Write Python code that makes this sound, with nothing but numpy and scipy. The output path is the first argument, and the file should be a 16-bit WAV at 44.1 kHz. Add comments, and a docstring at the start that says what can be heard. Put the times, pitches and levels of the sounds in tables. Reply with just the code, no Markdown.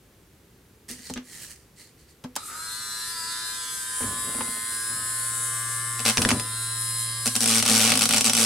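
"""A handheld rotary tool on a model railway board, heard by a close stereo microphone in a small room.
Its motor whines in harmonics of the shaft rate over a draught of air; shell and brushes add a contact noise
that repeats every turn. The tool is picked up, switched on and turned upright over the track. Its wheel kicks
on a rail end and chatters along it, about one bite a turn: grit bursts, rail and track rattle, the board drums
and the shaft is braked. Hand strokes, knocks, board rumble and quiet room tone lie around it."""
import sys
import numpy as np
from scipy import signal
from scipy.fft import rfft, irfft
from scipy.io import wavfile
from scipy.ndimage import uniform_filter1d

SR = 44100
rng = np.random.default_rng(int(sys.argv[2]) if len(sys.argv) > 2 else 0)


def write(x):
    x = np.atleast_2d(x).T
    wavfile.write(sys.argv[1], SR, np.round(np.clip(x, -1, 1) * 32767).astype(np.int16))


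N = 372644

# Room. Colour of the quiet room tone: pitch_hz, relative_level_db
ROOM_TONE = [(15, -34), (28, -12), (55, 2), (180, -3), (260, -7), (400, -6), (700, -18), (2050, -20),
             (2480, -22), (5280, -25), (13200, -26), (16000, -31)]
# Colour of the reflections from wall and board: pitch_hz, relative_level_db
WALL_COLOUR = [(60, -14), (250, -11), (500, -1), (1500, -1), (2900, 0), (4500, 3), (7000, 2), (9000, -3),
               (13000, -9)]

# Board. Modes of the board with its track: pitch_hz, decay_t60_s, relative_level_db
BOARD_MODES = [(87, 0.091, -9), (111.8, 0.47, -18.5), (160, 0.22, -8), (220, 0.12, 2.5), (251, 0.2, 4.5),
               (281, 0.045, 0), (454, 0.098, -7.5), (495, 0.39, -11.5), (530, 0.033, -5), (751, 0.12, -5),
               (822, 0.16, -13), (1118, 0.28, -10), (1432, 0.047, -6.5)]
# Resting hand shifting its weight on the board: start_s, swell_s, release_t60_s, peak_db
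WEIGHT_SHIFTS = [(4.005, 0.028, 0.88, -36), (4.22, 0.072, .5, -39.5), (4.33, 0.082, 1, -43.5),
                 (4.86, 0.075, 1.0, -46)]
# Colour of the board's rumble: pitch_hz, relative_level_db
RUMBLE_COLOUR = [(25, -31), (60, 3), (100, 7), (170, 0), (245, 6.5), (330, -2), (480, -1), (750, -9),
                 (1300, -10), (4000, -35)]

# Hands. Strokes of hand and sleeve over the tool: start_s, swell_s, release_t60_s, relative_peak_db
RUBS = [(.881, 0.0085, 0.34, -35), (.93, 0.17, 0.14, -42.5), (1.22, 0.14, 0.67, -41.5),
        (1.37, .065, 0.33, -37.5), (1.49, 0.0093, 0.23, -41), (1.75, 0.061, 0.38, -49),
        (1.97, .03, 0.32, -59), (2.07, 0.033, 0.18, -57.5)]
# Grip during the pick-up: time_s, cupped_hand_hz, case_ring_db
GRIP = [(.9, 2000, -16), (1.08, 2000, -3), (1.27, 1980, -16), (1.35, 2010, -12), (1.43, 1780, -21),
        (1.52, 1860, -20), (1.82, 2100, -5)]
# Colour of skin and cloth sliding: pitch_hz, relative_level_db
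SLIDE_COLOUR = [(530, -52), (900, -25), (1490, -13), (1850, -0.5), (2450, -6), (2860, -2.5), (3470, -12),
                (4200, -5), (6410, -2), (9090, 2), (10400, -3.5), (12300, -6), (16000, -52)]
# Colour of the rubbing passed to the board: pitch_hz, relative_level_db
RUB_RUMBLE_COLOUR = [(50, -7), (170, -2), (280, -6), (600, -17), (2000, -15.5)]
# Blows of hand, tool and switch: time_s, click_db, click_centre_hz, click_t60_s, board_db
KNOCKS = [(0.899, -37, 5000, .03, -38), (0.913, -24.5, 9000, 0.0072, -43), (0.992, -40, 4500, .015, -42),
          (1.1, -30.5, 374, 0.048, -29), (1.1, -35, 5000, .012, -58), (1.138, -25, 6500, 0.012, -42),
          (1.159, -37.5, 1660, 0.16, -30), (1.175, -32.5, 2450, 0.029, -34), (2.239, -39, 4450, 0.05, -33),
          (2.243, -36.5, 550, 0.093, -35.5), (2.355, -30, 7000, 0.036, -70),
          (2.364, -25.5, 1030, 0.048, -57), (2.363, -19, 8600, 0.027, -60), (4.007, -32, 600, 0.056, -30.5),
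          (4.031, -28.5, 1200, 0.02, -37), (4.345, -34.5, 720, .058, -32.5), (4.385, -34, 700, 0.052, -34),
          (4.407, -26, 1010, 0.062, -34.5), (4.479, -32, 800, 0.024, -37), (4.568, -39, 746, 0.051, -50)]

# Cut. Wheel kicking on the rail end: time_s, click_db, click_centre_hz, click_t60_s, board_db
KICKS = [(6.172, -11, 3600, 0.0098, -24), (6.180, -12.5, 2800, 0.013, -24),
         (6.250, -12.5, 1640, 0.016, -18), (6.306, -9.5, 2290, 0.0073, -32),
         (6.314, -11.5, 1980, 0.016, -20)]
# Runs of bites: first_bite_s, last_bite_s, spacing_turns, relative_level_db
BITE_RUNS = [(5.992, 6.001, 1, -12), (6.052, 6.061, 1, -2), (6.070, 6.097, 1, -1), (6.106, 6.106, 1, -10),
             (6.218, 6.218, 1, -2), (6.289, 6.289, 1, -2), (6.397, 6.397, 1, -10), (7.257, 7.275, 1, -2),
             (7.353, 7.362, 1, -1), (7.405, 7.440, 1, -2), (7.458, 7.458, 1, 1), (7.475, 7.599, 1, -1),
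             (7.625, 7.625, 1, 0), (7.652, 7.652, 1, -5), (7.661, 7.661, 1, 0), (7.678, 7.849, 1, 0),
             (7.858, 7.902, 1, -2), (7.919, 7.919, 1, 0), (7.937, 7.937, 1, -4), (7.955, 8.009, 2, -.5),
             (8.020, 8.037, 1, 0), (8.055, 8.090, 4, 1), (8.108, 8.108, 1, 0), (8.125, 8.144, 1, 0),
             (8.161, 8.180, 1, 0), (8.208, 8.208, 1, 1), (8.243, 8.279, 1, 0), (8.296, 8.296, 1, 1),
             (8.333, 8.350, 2, 0), (8.367, 8.447, 1, 0)]
# Cut: time_s, grit_body_gain_db, bounce (0 wheel seated, 1 hopping)
CUT = [(6.1, 4, 0.33), (7.26, -3.5, 0.4), (7.44, -4.5, 0.35), (7.48, -4, 0.043), (7.54, -0.5, .05),
       (7.63, 0.5, 0.16), (7.665, 1, 0.86), (7.69, -2, 0.99), (7.84, 1.5, 0.35), (7.92, 6, 1),
       (7.96, 1, .9), (8.08, -0.5, 0.72), (8.11, 2, .8), (8.15, 1, 0.66), (8.26, -1.5, 0.33),
       (8.44, -1.5, 0.5)]
# Colour of grit tearing at the rail: pitch_hz, relative_level_db
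GRIT_COLOUR = [(350, -30), (600, 3), (650, -24), (779, -1.5), (957, -13.5), (1410, 6), (1600, 0),
               (2210, 0.5), (2870, -3), (5790, 2.5), (6370, -0.5), (8270, 3), (10500, 0.5), (14300, -17.5),
               (16000, -21)]
# Colour of the low rattle under the grit: pitch_hz, relative_level_db
RATTLE_COLOUR = [(60, -24), (150, -15), (250, 6.5), (360, -8.5), (480, 7), (650, -16.5), (1400, 4.5),
                 (5000, -41)]
# Resonances of the rail: pitch_hz, width_hz, relative_level_db
RAIL_MODES = [(2904, 37, 8), (5770, 220, 5), (8100, 690, 5)]
# Colour of the track clattering on the board: pitch_hz, relative_level_db
CLATTER_COLOUR = [(300, -18), (650, -7.5), (790, 0.5), (1020, -10), (1400, 3), (1800, -4.5), (2800, 4.5),
                  (5200, -3.5), (8000, -17.5)]

# Motor. Unloaded shaft rate once spun up, wandering as the tool is tilted: time_s, shaft_rate_hz
SHAFT_SPEED = [(2.73, 111.44), (2.81, 112.9), (2.99, 111.05), (3.11, 112.91), (3.21, 109.71),
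               (3.32, 111.78), (3.71, 112.85), (3.85, 111.31), (3.91, 112.98), (4.25, 115.24),
               (4.66, 115.47), (5.41, 116.57), (6.14, 116.87), (6.68, 114.82), (7.36, 115.96)]
# Relative levels of the motor's parts: time_s, whine_db, casing_buzz_db, brush_rasp_db
MOTOR_LEVELS = [(2.38, -48, -53, -51), (2.47, -51, -53, -39.5), (2.51, -43, -49, -41.5),
                (2.75, -46, -45.5, -38), (3.05, -44.5, -41.5, -35), (3.35, -42, -40, -37.5),
                (3.75, -45.5, -42.5, -34.5), (4.05, -41, -44.5, -30.5), (4.6, -42, -45.5, -31.5),
                (5.35, -41.5, -45.5, -29), (5.9, -40.5, -46, -32), (6.4, -43, -45, -33),
                (6.75, -44.5, -45.5, -30), (7.2, -44.5, -44.5, -31), (7.6, -53, -47, -35)]
# Unbalance hum that the hands pass into the board: time_s, level_db
HUM_LEVEL = [(2.36, -66), (4.5, -64), (4.9, -53), (5.2, -47), (5.6, -43), (6.0, -40.5), (6.6, -40.5),
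             (7.2, -40), (8.45, -75)]
# How the tool is held: time_s, pose (0 lying level, 1 upright on the rail)
POSE = [(3.75, 0.11), (4.15, 0.9)]
# Whine harmonics, tool level and tool upright: shaft_multiple, relative_level_db
WHINE_LEVEL = [(2, -22), (3, -24), (4, -26), (5, -30), (6, -29), (7, -22), (8, -18), (9, -3), (10, -19),
               (11, -6), (12, -1), (13, -7), (14, 0), (15, -4), (16, -8), (17, -13), (18, -8), (19, -15),
               (20, -13)]
WHINE_UPRIGHT = [(2, -17), (3, -21), (4, -21), (5, -18), (6, -22), (7, -26), (8, -21), (9, 1), (10, -4.5),
                 (11, -8), (12, -4), (13, -4), (14, -4.5), (15, -3), (16, -5), (17, -18), (18, -6),
                 (19, -16), (20, -23)]
# Colour of the draught: pitch_hz, relative_level_db
DRAUGHT_COLOUR = [(60, -32), (250, -11.5), (750, -19), (1200, -12), (2000, -11.5), (2500, -15), (5000, -34)]
# Hollow between hand and vents, shifting with the grip: time_s, centre_hz, lift_db
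HOLLOW = [(2.38, 1274, 14), (2.55, 1315, 14), (2.68, 1340, 9), (2.85, 1430, 5), (3.08, 1780, 8.5),
          (3.22, 1640, 7), (3.5, 1624, 9.5), (3.7, 1450, 1), (3.87, 1716, 10), (4.15, 1850, 2),
          (4.6, 1730, 2), (5.7, 1750, 2), (6.3, 1760, 1), (6.7, 1750, -1)]
# Colour of casing and brushes, tool level and tool upright: pitch_hz, relative_level_db
CASING_LEVEL = [(1410, -25), (2400, -16), (3180, -16), (3700, -5), (4620, -6.5), (4950, -2), (5300, -8),
                (5750, -12), (6150, -11.5), (7000, -10.5), (9100, -21), (15400, -120)]
CASING_UPRIGHT = [(1400, -79), (2500, -7), (2900, -4.5), (3150, 2.5), (3550, -3), (3850, 6), (4250, -1),
                  (4850, 2), (5350, -3.5), (5930, -11), (7000, -33), (9100, -30), (15400, -82)]
BRUSH_LEVEL = [(3820, -21), (6500, -2.5), (7200, -3), (7790, 6.5), (8210, 5.5), (9910, 1.5), (10700, 3),
               (14800, -15), (16000, -64)]
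BRUSH_UPRIGHT = [(3820, -54), (6500, -18.5), (6700, -9.5), (7250, -10), (7640, -4.5), (9510, 1.5),
                 (9910, -3), (10300, -2.5), (11300, -7), (12300, -14), (12900, -31), (16000, -23.5)]
# Armature whistles that pass as the grip shifts: shaft_multiple, start_s, end_s, relative_level_db
WHISTLES = [(39, 2.58, 2.8, -45), (37, 2.66, 3.08, -48), (51, 2.78, 3.12, -47), (36, 2.88, 3.08, -45.5),
            (42, 3.14, 3.32, -46), (45, 3.14, 3.45, -46.5), (40, 3.14, 3.32, -49), (36, 3.29, 3.55, -45),
            (30, 3.54, 3.73, -51), (60, 3.55, 3.85, -48), (14, 4.1, 4.55, -49), (33, 4.12, 4.52, -46),
            (68, 4.15, 4.55, -46), (36, 4.4, 6, -52), (45, 4.7, 6, -51), (39, 5.17, 5.9, -50),
            (72, 5.15, 5.9, -43), (10, 5.5, 6, -50), (45, 6.35, 7.3, -48), (33, 6.45, 7.25, -49),
            (28, 6.5, 7.25, -54), (68, 6.5, 7.25, -47), (36, 6.5, 7.35, -46)]
# Shell's main resonance, moving with the fingers: time_s, centre_hz, relative_level_db
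SHELL = [(2.4, 3900, -44), (2.55, 4150, -56), (2.63, 4000, -52), (2.73, 4000, -39.5), (2.83, 4050, -41),
         (2.91, 4000, -39), (3.05, 4100, -35), (3.2, 4750, -41), (3.33, 4250, -36), (3.46, 4270, -43),
         (3.58, 4270, -43), (3.68, 4250, -37), (3.77, 4500, -54), (4.0, 4440, -48)]

SWITCH_ON_S = 2.36
BITES_PER_S = 112.5  # nominal, about the loaded shaft rate


def undb(db):
    """Decibels to gain."""
    return np.exp(np.asarray(db) * (np.log(10) / 20))


def unit(x):
    """Scale to rms 1."""
    return x / np.sqrt(np.mean(x ** 2))


def steady(x):
    """Hold the short-term rms near 1."""
    return x / np.sqrt(uniform_filter1d(x ** 2, SR // 8))


def curve(table, column=1):
    """One column of a table at every sample."""
    rows = np.array(table, float)
    return np.interp(np.arange(N) / SR, rows[:, 0], rows[:, column])


def walk(rate):
    """Random drift through `rate` knots a second, spread near 1."""
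    knots = rng.standard_normal(8192)
    return np.interp(np.arange(N) * (rate / SR), np.arange(len(knots)), knots)


def colour(x, points, size=2048):
    """Causal minimum-phase filter through (Hz, dB) points that keeps the power of white noise."""
    hz, db = np.array(sorted(points), float).T
    bins = np.maximum(np.fft.rfftfreq(size, 1 / SR), 1)
    gain = undb(np.interp(np.log(bins), np.log(hz), db))
    # folding the cepstrum forward makes the response causal
    cepstrum = irfft(np.log(gain))
    cepstrum[1:size // 2] *= 2
    cepstrum[size // 2 + 1:] = 0
    response = irfft(np.exp(rfft(cepstrum)))
    return signal.oaconvolve(x, response / np.linalg.norm(response))[:len(x)]


def resonate(x, centre_hz, width_hz):
    """Band-pass whose centre follows a curve: shift down, smooth, shift back."""
    carrier = np.exp(2j * np.pi * np.cumsum(centre_hz) / SR)
    pole = np.exp(-np.pi * width_hz / SR)
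    smoothed = signal.lfilter([1 - pole], [1, -pole], x / carrier)
    return 2 * np.real(carrier * smoothed)


def fade(t, t60):
    """Exponential decay by 60 dB in t60 seconds."""
    return np.exp(-np.log(1000) * t / t60)


def add(track, s, sound):
    """Mix a sound into a track at time s."""
    i = min(int(s * SR), N)
    track[i:i + len(sound)] += sound[:N - i]


def stroke(start_s, swell_s, t60):
    """Envelope that swells evenly to 1, then dies away."""
    t = np.arange(N) / SR - start_s
    return np.clip(t / swell_s, 0, 1) * fade(np.maximum(t - swell_s, 0), t60)


def strokes(rows):
    """Joint envelope of several strokes; their powers add."""
    return np.sqrt(sum((undb(db) * stroke(s, swell_s, t60)) ** 2 for s, swell_s, t60, db in rows))


def air(mid_db=-56.3, side_db=-5):
    """Quiet room tone: shared noise plus opposed noise without bass, so the bass is alike in both ears."""
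    mid, side = (unit(colour(rng.standard_normal(N), ROOM_TONE)) for _ in range(2))
    side = signal.sosfilt(signal.butter(1, 700, "high", fs=SR, output="sos"), side)
    return undb(mid_db) * (mid + undb(side_db) * side * np.array([[1], [-1]]))


def room(x, t60=0.21, mid_db=-15, side_db=-8.5):
    """Dense early reflections; those from the side wall reach the two microphones in opposite phase."""
    t = np.arange(SR // 3) / SR
    tails = []
    for decay in (t60, t60 / 2):
        noise = rng.standard_normal(len(t)) * fade(t, decay) * (t > .001)
        tails.append(colour(noise, WALL_COLOUR))
    mid, side = (signal.oaconvolve(x, tail / np.linalg.norm(tail))[:N] for tail in tails)
    return undb(mid_db) * mid + undb(side_db) * side * np.array([[1], [-1]])


def board_ring():
    """The board's answer to one push: a sum of decaying modes, peak 1."""
    t = np.arange(SR // 3) / SR
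    ring = np.zeros(len(t))
    for k, (hz, t60, db) in enumerate(BOARD_MODES):
        ring += (-1) ** k * undb(db) * fade(t, t60) * np.sin(2 * np.pi * hz * t)
    return ring / np.abs(ring).max()


def board_rumble(shake_db=-29.5, shake_rise_s=0.016, shake_t60=0.37):
    """Low noise: the board rumbles under the shifting hand and shakes on after each kick of the wheel."""
    shakes = [(s, shake_rise_s, shake_t60, shake_db) for s, *_ in KICKS]
    return strokes(WEIGHT_SHIFTS + shakes) * colour(rng.standard_normal(N), RUMBLE_COLOUR)


def handling(flutter_db=0.5, body_db=-9, low_width_hz=260, low_db=-8, high_hz=4500, high_width_hz=450,
             slip_db=4):
    """Skin and cloth stick and slip over the plastic case, ring in the grip and rumble faintly in the board."""
    slips = unit(rng.standard_normal(N) * undb(slip_db * walk(900)))
    cupped = undb(low_db) * unit(resonate(slips, curve(GRIP, 1), low_width_hz))
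    case_hz = high_hz * (1 + 0.034 * walk(11.8))
    case = undb(curve(GRIP, 2)) * unit(resonate(slips, case_hz, high_width_hz))
    sliding = unit(colour(slips, SLIDE_COLOUR) + cupped + case)
    rumble = colour(rng.standard_normal(N), RUB_RUMBLE_COLOUR)
    return strokes(RUBS) * undb(flutter_db * walk(69.5)) * (sliding + undb(body_db) * rumble)


def blows(rows, skirt_db, top_hz, soft_hz=420, settle_t60=0.054, settle=0.067, thump_db=-3, thump_t60=0.085):
    """Each blow is a short crack and a dry thump; the weight behind it settles and sets the board ringing."""
    out, ring = np.zeros(N), board_ring()
    t = np.arange(SR // 5) / SR
    soft = signal.butter(3, soft_hz, fs=SR, output="sos")
    for s, click_db, hz, t60, board_db in rows:
        crack, wobble, dull = rng.standard_normal((3, len(t)))
        band = [(hz / 16, 3 * skirt_db), (hz / 4, skirt_db / 2), (hz, 0), (hz * 3, skirt_db),
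                (hz * 10, 3 * skirt_db)]
        add(out, s, undb(click_db) * colour(crack * fade(t, t60), band))
        push = (t == 0) + settle * wobble * fade(t, settle_t60)
        thud = signal.sosfilt(soft, signal.fftconvolve(push, ring))
        thump = signal.sosfilt(soft, dull * fade(t, thump_t60))
        add(out, s, undb(board_db) * thud / np.abs(thud).max())
        add(out, s, undb(board_db + thump_db) * thump / np.abs(thump).max())
    # no contact is instantaneous, so the very top is rounded
    return signal.sosfilt(signal.butter(3, top_hz, fs=SR, output="sos"), out)


def bite_train(jitter_s=.0005, scatter_db=.5):
    """One pulse for each bite of the wheel's high spot; a hopping wheel bites out of step."""
    bites = np.zeros(N)
    cut_s, _, bounce = np.array(CUT).T
    for first, last, spacing, db in BITE_RUNS:
        count = round((last - first) * BITES_PER_S / spacing) + 1
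        times = np.linspace(first, last, count)
        for s, (late, force) in zip(times, rng.standard_normal((count, 2))):
            late_s = jitter_s * np.interp(s, cut_s, bounce) * late
            add(bites, s + late_s, undb([db + scatter_db * force]))
    return bites


def rail_ring(x, wander=0.017):
    """The rail's resonances; their pitches wander a little, as the wheel moves along it."""
    ring = np.zeros(N)
    for hz, width_hz, db in RAIL_MODES:
        ring += undb(db) * resonate(x, hz * (1 + wander * walk(13.0)), width_hz)
    return ring


def clatter(bites, clatter_db=-2.5, t60=.06):
    """The track answers each bite with one waveform, so even bites make a pitched buzz."""
    t = np.arange(SR // 20) / SR
    answer = colour(rng.standard_normal(len(t)) * fade(t, t60), CLATTER_COLOUR)
    return undb(clatter_db) * signal.oaconvolve(bites, answer / np.linalg.norm(answer))[:N]


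def grinding(bites, grit_db=-17.5, push_db=-24.0, grain_db=0.8, rattle_db=-32, body_hz=2400,
             rise_s=.0014, tail_db=-18, tail_t60=.48, depth_scatter_db=2, hop_scatter_db=3.5):
    """The wheel's high spot bites: each bite is a burst of grit that rings the rail, and a push on the board."""
    t = np.arange(SR // 10) / SR
    # each bite swells and lets go within a few ms; the rail goes on rattling
    contact = t / rise_s * np.exp(1 - t / rise_s) + undb(tail_db) * fade(t, tail_t60)
    pressure = np.sqrt(np.abs(signal.oaconvolve(bites ** 2, contact ** 2)[:N]))
    grains = unit(rng.standard_normal(N) * undb(grain_db * rng.standard_normal(N)))
    grit = pressure * grains
    # a deeper cut has more body, and no two bites are equally deep
    depth = undb(curve(CUT, 1) + depth_scatter_db * walk(BITES_PER_S))
    tearing = colour(grit, GRIT_COLOUR)
    body = signal.sosfiltfilt(signal.butter(2, body_hz, fs=SR, output="sos"), tearing)
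    tearing = tearing + (depth - 1) * body + rail_ring(pressure * rng.standard_normal(N))
    rattle = depth * colour(grit, RATTLE_COLOUR)
    # a hopping wheel pushes unevenly
    pushes = bites * undb(hop_scatter_db * curve(CUT, 2) * np.clip(walk(60), -2, 1))
    drumming = signal.oaconvolve(pushes, board_ring())[:N]
    return (undb(grit_db) * tearing + undb(rattle_db) * rattle + undb(push_db) * drumming
            + clatter(bites * depth))


def shaft(bites, spin_up_hz=34.84, inertia_s=.13, bite_sag_hz=.29, kick_sag_hz=1.7):
    """Shaft rate and the part lost to load, Hz: it starts slow, is braked by bites and kicks, and recovers."""
    braking = bite_sag_hz * (bites > 0)
    for s, *_ in KICKS:
        add(braking, s, [kick_sag_hz])
    sag_hz = signal.lfilter([1], [1, -np.exp(-1 / (inertia_s * SR))], braking)
    since_on = np.maximum(np.arange(N) / SR - SWITCH_ON_S, 0)
    shortfall_hz = spin_up_hz * np.exp(-since_on / inertia_s)
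    return curve(SHAFT_SPEED) - shortfall_hz - sag_hz, sag_hz


def scrape(turns, drift, rough, count=150, size=1024):
    """A contact pattern that repeats every turn and slowly changes, plus fresh friction noise."""
    shape = np.exp(2j * np.pi * rng.random(count))
    chance = rng.standard_normal((size, count)) + 1j * rng.standard_normal((size, count))
    wear = signal.lfilter([.25], [1, -.94], chance, axis=0)  # one row a turn
    pattern = irfft(shape + drift * wear, size).ravel()
    contact = unit(np.interp(turns * size, np.arange(len(pattern)), pattern))
    return unit(contact + rough * rng.standard_normal(N))


def off_the_hand(x, pose, lag_s=0.0014, sway_s=.00007, bounce=0.44):
    """Fingers and forearm throw back close echoes that mottle the treble; they settle as the tool turns upright."""
    samples, out = np.arange(N), x
    for path in np.sqrt([1, 3, 8]):
        lag = path * (lag_s + sway_s * (1.3 - pose) * walk(4))
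        out = out + bounce * (1 - .5 * pose) * np.interp(samples - lag * SR, samples, x)
    return steady(out)


def casing_buzz(loose, seated, pose):
    """The shell radiates the contact noise with a colour that depends on how it is held."""
    level = np.sqrt(1 - pose) * colour(loose, CASING_LEVEL)
    upright = np.sqrt(pose) * colour(seated, CASING_UPRIGHT)
    return off_the_hand(level + upright, pose)


def brush_rasp(loose, seated, turns, shaft_hz, pose, squeak_hz=9520, squeak_db=-8, press_depth=1.0):
    """Brush noise; upright, the brushes press harder at one spot of every turn, where their holder squeaks."""
    spot = np.exp(4 * (np.cos(2 * np.pi * turns) - 1))
    rasp = unit(seated * (1 + press_depth * spot))
    since_spot = (turns - np.round(turns)) / shaft_hz
    squeak = unit(spot * np.sin(2 * np.pi * squeak_hz * since_spot + 1.0 * walk(90)))
    squeak = squeak * undb(squeak_db + 4.1 * walk(5.2))
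    level = np.sqrt(1 - pose) * colour(loose, BRUSH_LEVEL)
    upright = np.sqrt(pose) * (colour(rasp, BRUSH_UPRIGHT) + squeak)
    return off_the_hand(level + upright, pose)


def shell_ring(turns, pose, ring_db=-6, width_hz=600):
    """A shell resonance picks out harmonics, wanders as the fingers shift and dies as the tool turns upright."""
    centre = curve(SHELL, 1)
    bearing = scrape(turns, drift=.3, rough=.15)
    once = resonate(bearing, centre, width_hz)
    ring = steady(resonate(once, centre, width_hz))
    lying = (pose.max() - pose) / np.ptp(pose)
    return ring * undb(ring_db + curve(SHELL, 2)) * lying


def whistles(turns, whistle_db=-0.3, waver_db=1.5, fade_s=0.077):
    """Clean overtones, mostly multiples of the armature's three poles; each swells, holds and fades."""
    t, out = np.arange(N) / SR, np.zeros(N)
    for k, start_s, end_s, db in WHISTLES:
        swell = np.clip(np.minimum(t - start_s, end_s - t) / fade_s + .5, 0, 1)
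        tone = np.sin(2 * np.pi * (k * turns + rng.random()))
        out += swell * undb(db + waver_db * walk(9)) * tone
    return np.sqrt(2) * undb(whistle_db) * out


def whine(turns, shaft_hz, pose, waver_db=4.0, hollow_width_hz=170, draught_db=-13, hollow_draught_db=-15,
          clear_hz=108, tone_db_per_hz=1.5):
    """Armature and fan: harmonics emerge from a draught as the shaft gains speed; the hand's hollow colours both."""
    tones = np.zeros(N)
    centre, lift_db = curve(HOLLOW, 1), curve(HOLLOW, 2)
    for (k, level_db), (_, upright_db) in zip(WHINE_LEVEL, WHINE_UPRIGHT):
        db = level_db + pose * (upright_db - level_db) + waver_db * walk(5)
        db += lift_db / (1 + ((k * shaft_hz - centre) / hollow_width_hz) ** 2)
        tones += undb(db) * np.sin(2 * np.pi * (k * turns + 0.54 * rng.random()))
    draught = colour(rng.standard_normal(N), DRAUGHT_COLOUR)
    hollow_tone = walk(260) * np.sin(2 * np.pi * np.cumsum(centre) / SR)
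    hollow = hollow_tone * np.maximum(undb(lift_db) - 1, 0)
    # below clear_hz the tones sink into the draught
    clear = undb(tone_db_per_hz * np.minimum(shaft_hz - clear_hz, 0))
    return steady(clear * steady(tones) + undb(draught_db) * draught + undb(hollow_draught_db) * hollow)


def motor(bites, flutter=0.00057, start_flutter=0.0122, casing_db=1, brush_db=-0.68, whine_db=3.0,
          load_db_per_hz=0.08):
    """All motor sounds share one turning shaft; load slows it and makes them all very slightly louder."""
    pose = curve(POSE)
    shaft_hz, sag_hz = shaft(bites)
    running = (np.arange(N) / SR > SWITCH_ON_S) * undb(load_db_per_hz * sag_hz)
    # the shaft speed flutters, more while the tool is held in the air and most while it spins up
    unsteady = flutter * (2 - pose) + start_flutter * stroke(SWITCH_ON_S, 0.047, 0.63)
    turns = np.cumsum(shaft_hz * (1 + unsteady * walk(40))) / SR
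    loose = scrape(turns, drift=1.0, rough=0.55)
    seated = scrape(turns, drift=0.94, rough=0.51)
    hum = np.sqrt(2) * np.sin(2 * np.pi * turns) * undb(curve(HUM_LEVEL))
    whining = whine(turns, shaft_hz, pose) * undb(whine_db + curve(MOTOR_LEVELS, 1))
    buzzing = casing_buzz(loose, seated, pose) * undb(casing_db + curve(MOTOR_LEVELS, 2))
    rasp_db = brush_db + curve(MOTOR_LEVELS, 3) + 0.92 * walk(25) + 0.97 * walk(8)
    rasping = brush_rasp(loose, seated, turns, shaft_hz, pose) * undb(rasp_db)
    return running * (hum + whistles(turns) + shell_ring(turns, pose) + whining + buzzing + rasping)


def scene():
    """Tool and blows sit slightly left of centre, the rubbing hands on the right, all in one small room."""
    bites = bite_train()
    kicks = blows(KICKS, skirt_db=-9, top_hz=11000)
    knocks = blows(KNOCKS, skirt_db=-11, top_hz=12200)
    tool = motor(bites) + grinding(bites) + knocks + kicks + undb(-8) * rail_ring(kicks)
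    hands = handling()
    sides = np.array([[.5], [-.5]])  # left, right
    direct = tool * undb(1.2 * sides) + hands * undb(-2.5 * sides)
    # keep the rumble above about 42 Hz
    deep_cut = signal.butter(3, 42, "high", fs=SR, output="sos")
    rumble = signal.sosfilt(deep_cut, board_rumble())
    return direct + room(tool + hands) + rumble + air()


def record(dry, top_hz=15800):
    """The microphone passes everything up to its steep top edge."""
    return signal.sosfilt(signal.ellip(10, .1, 70, top_hz, fs=SR, output="sos"), dry)


dry = scene()
out = record(dry)
write(out)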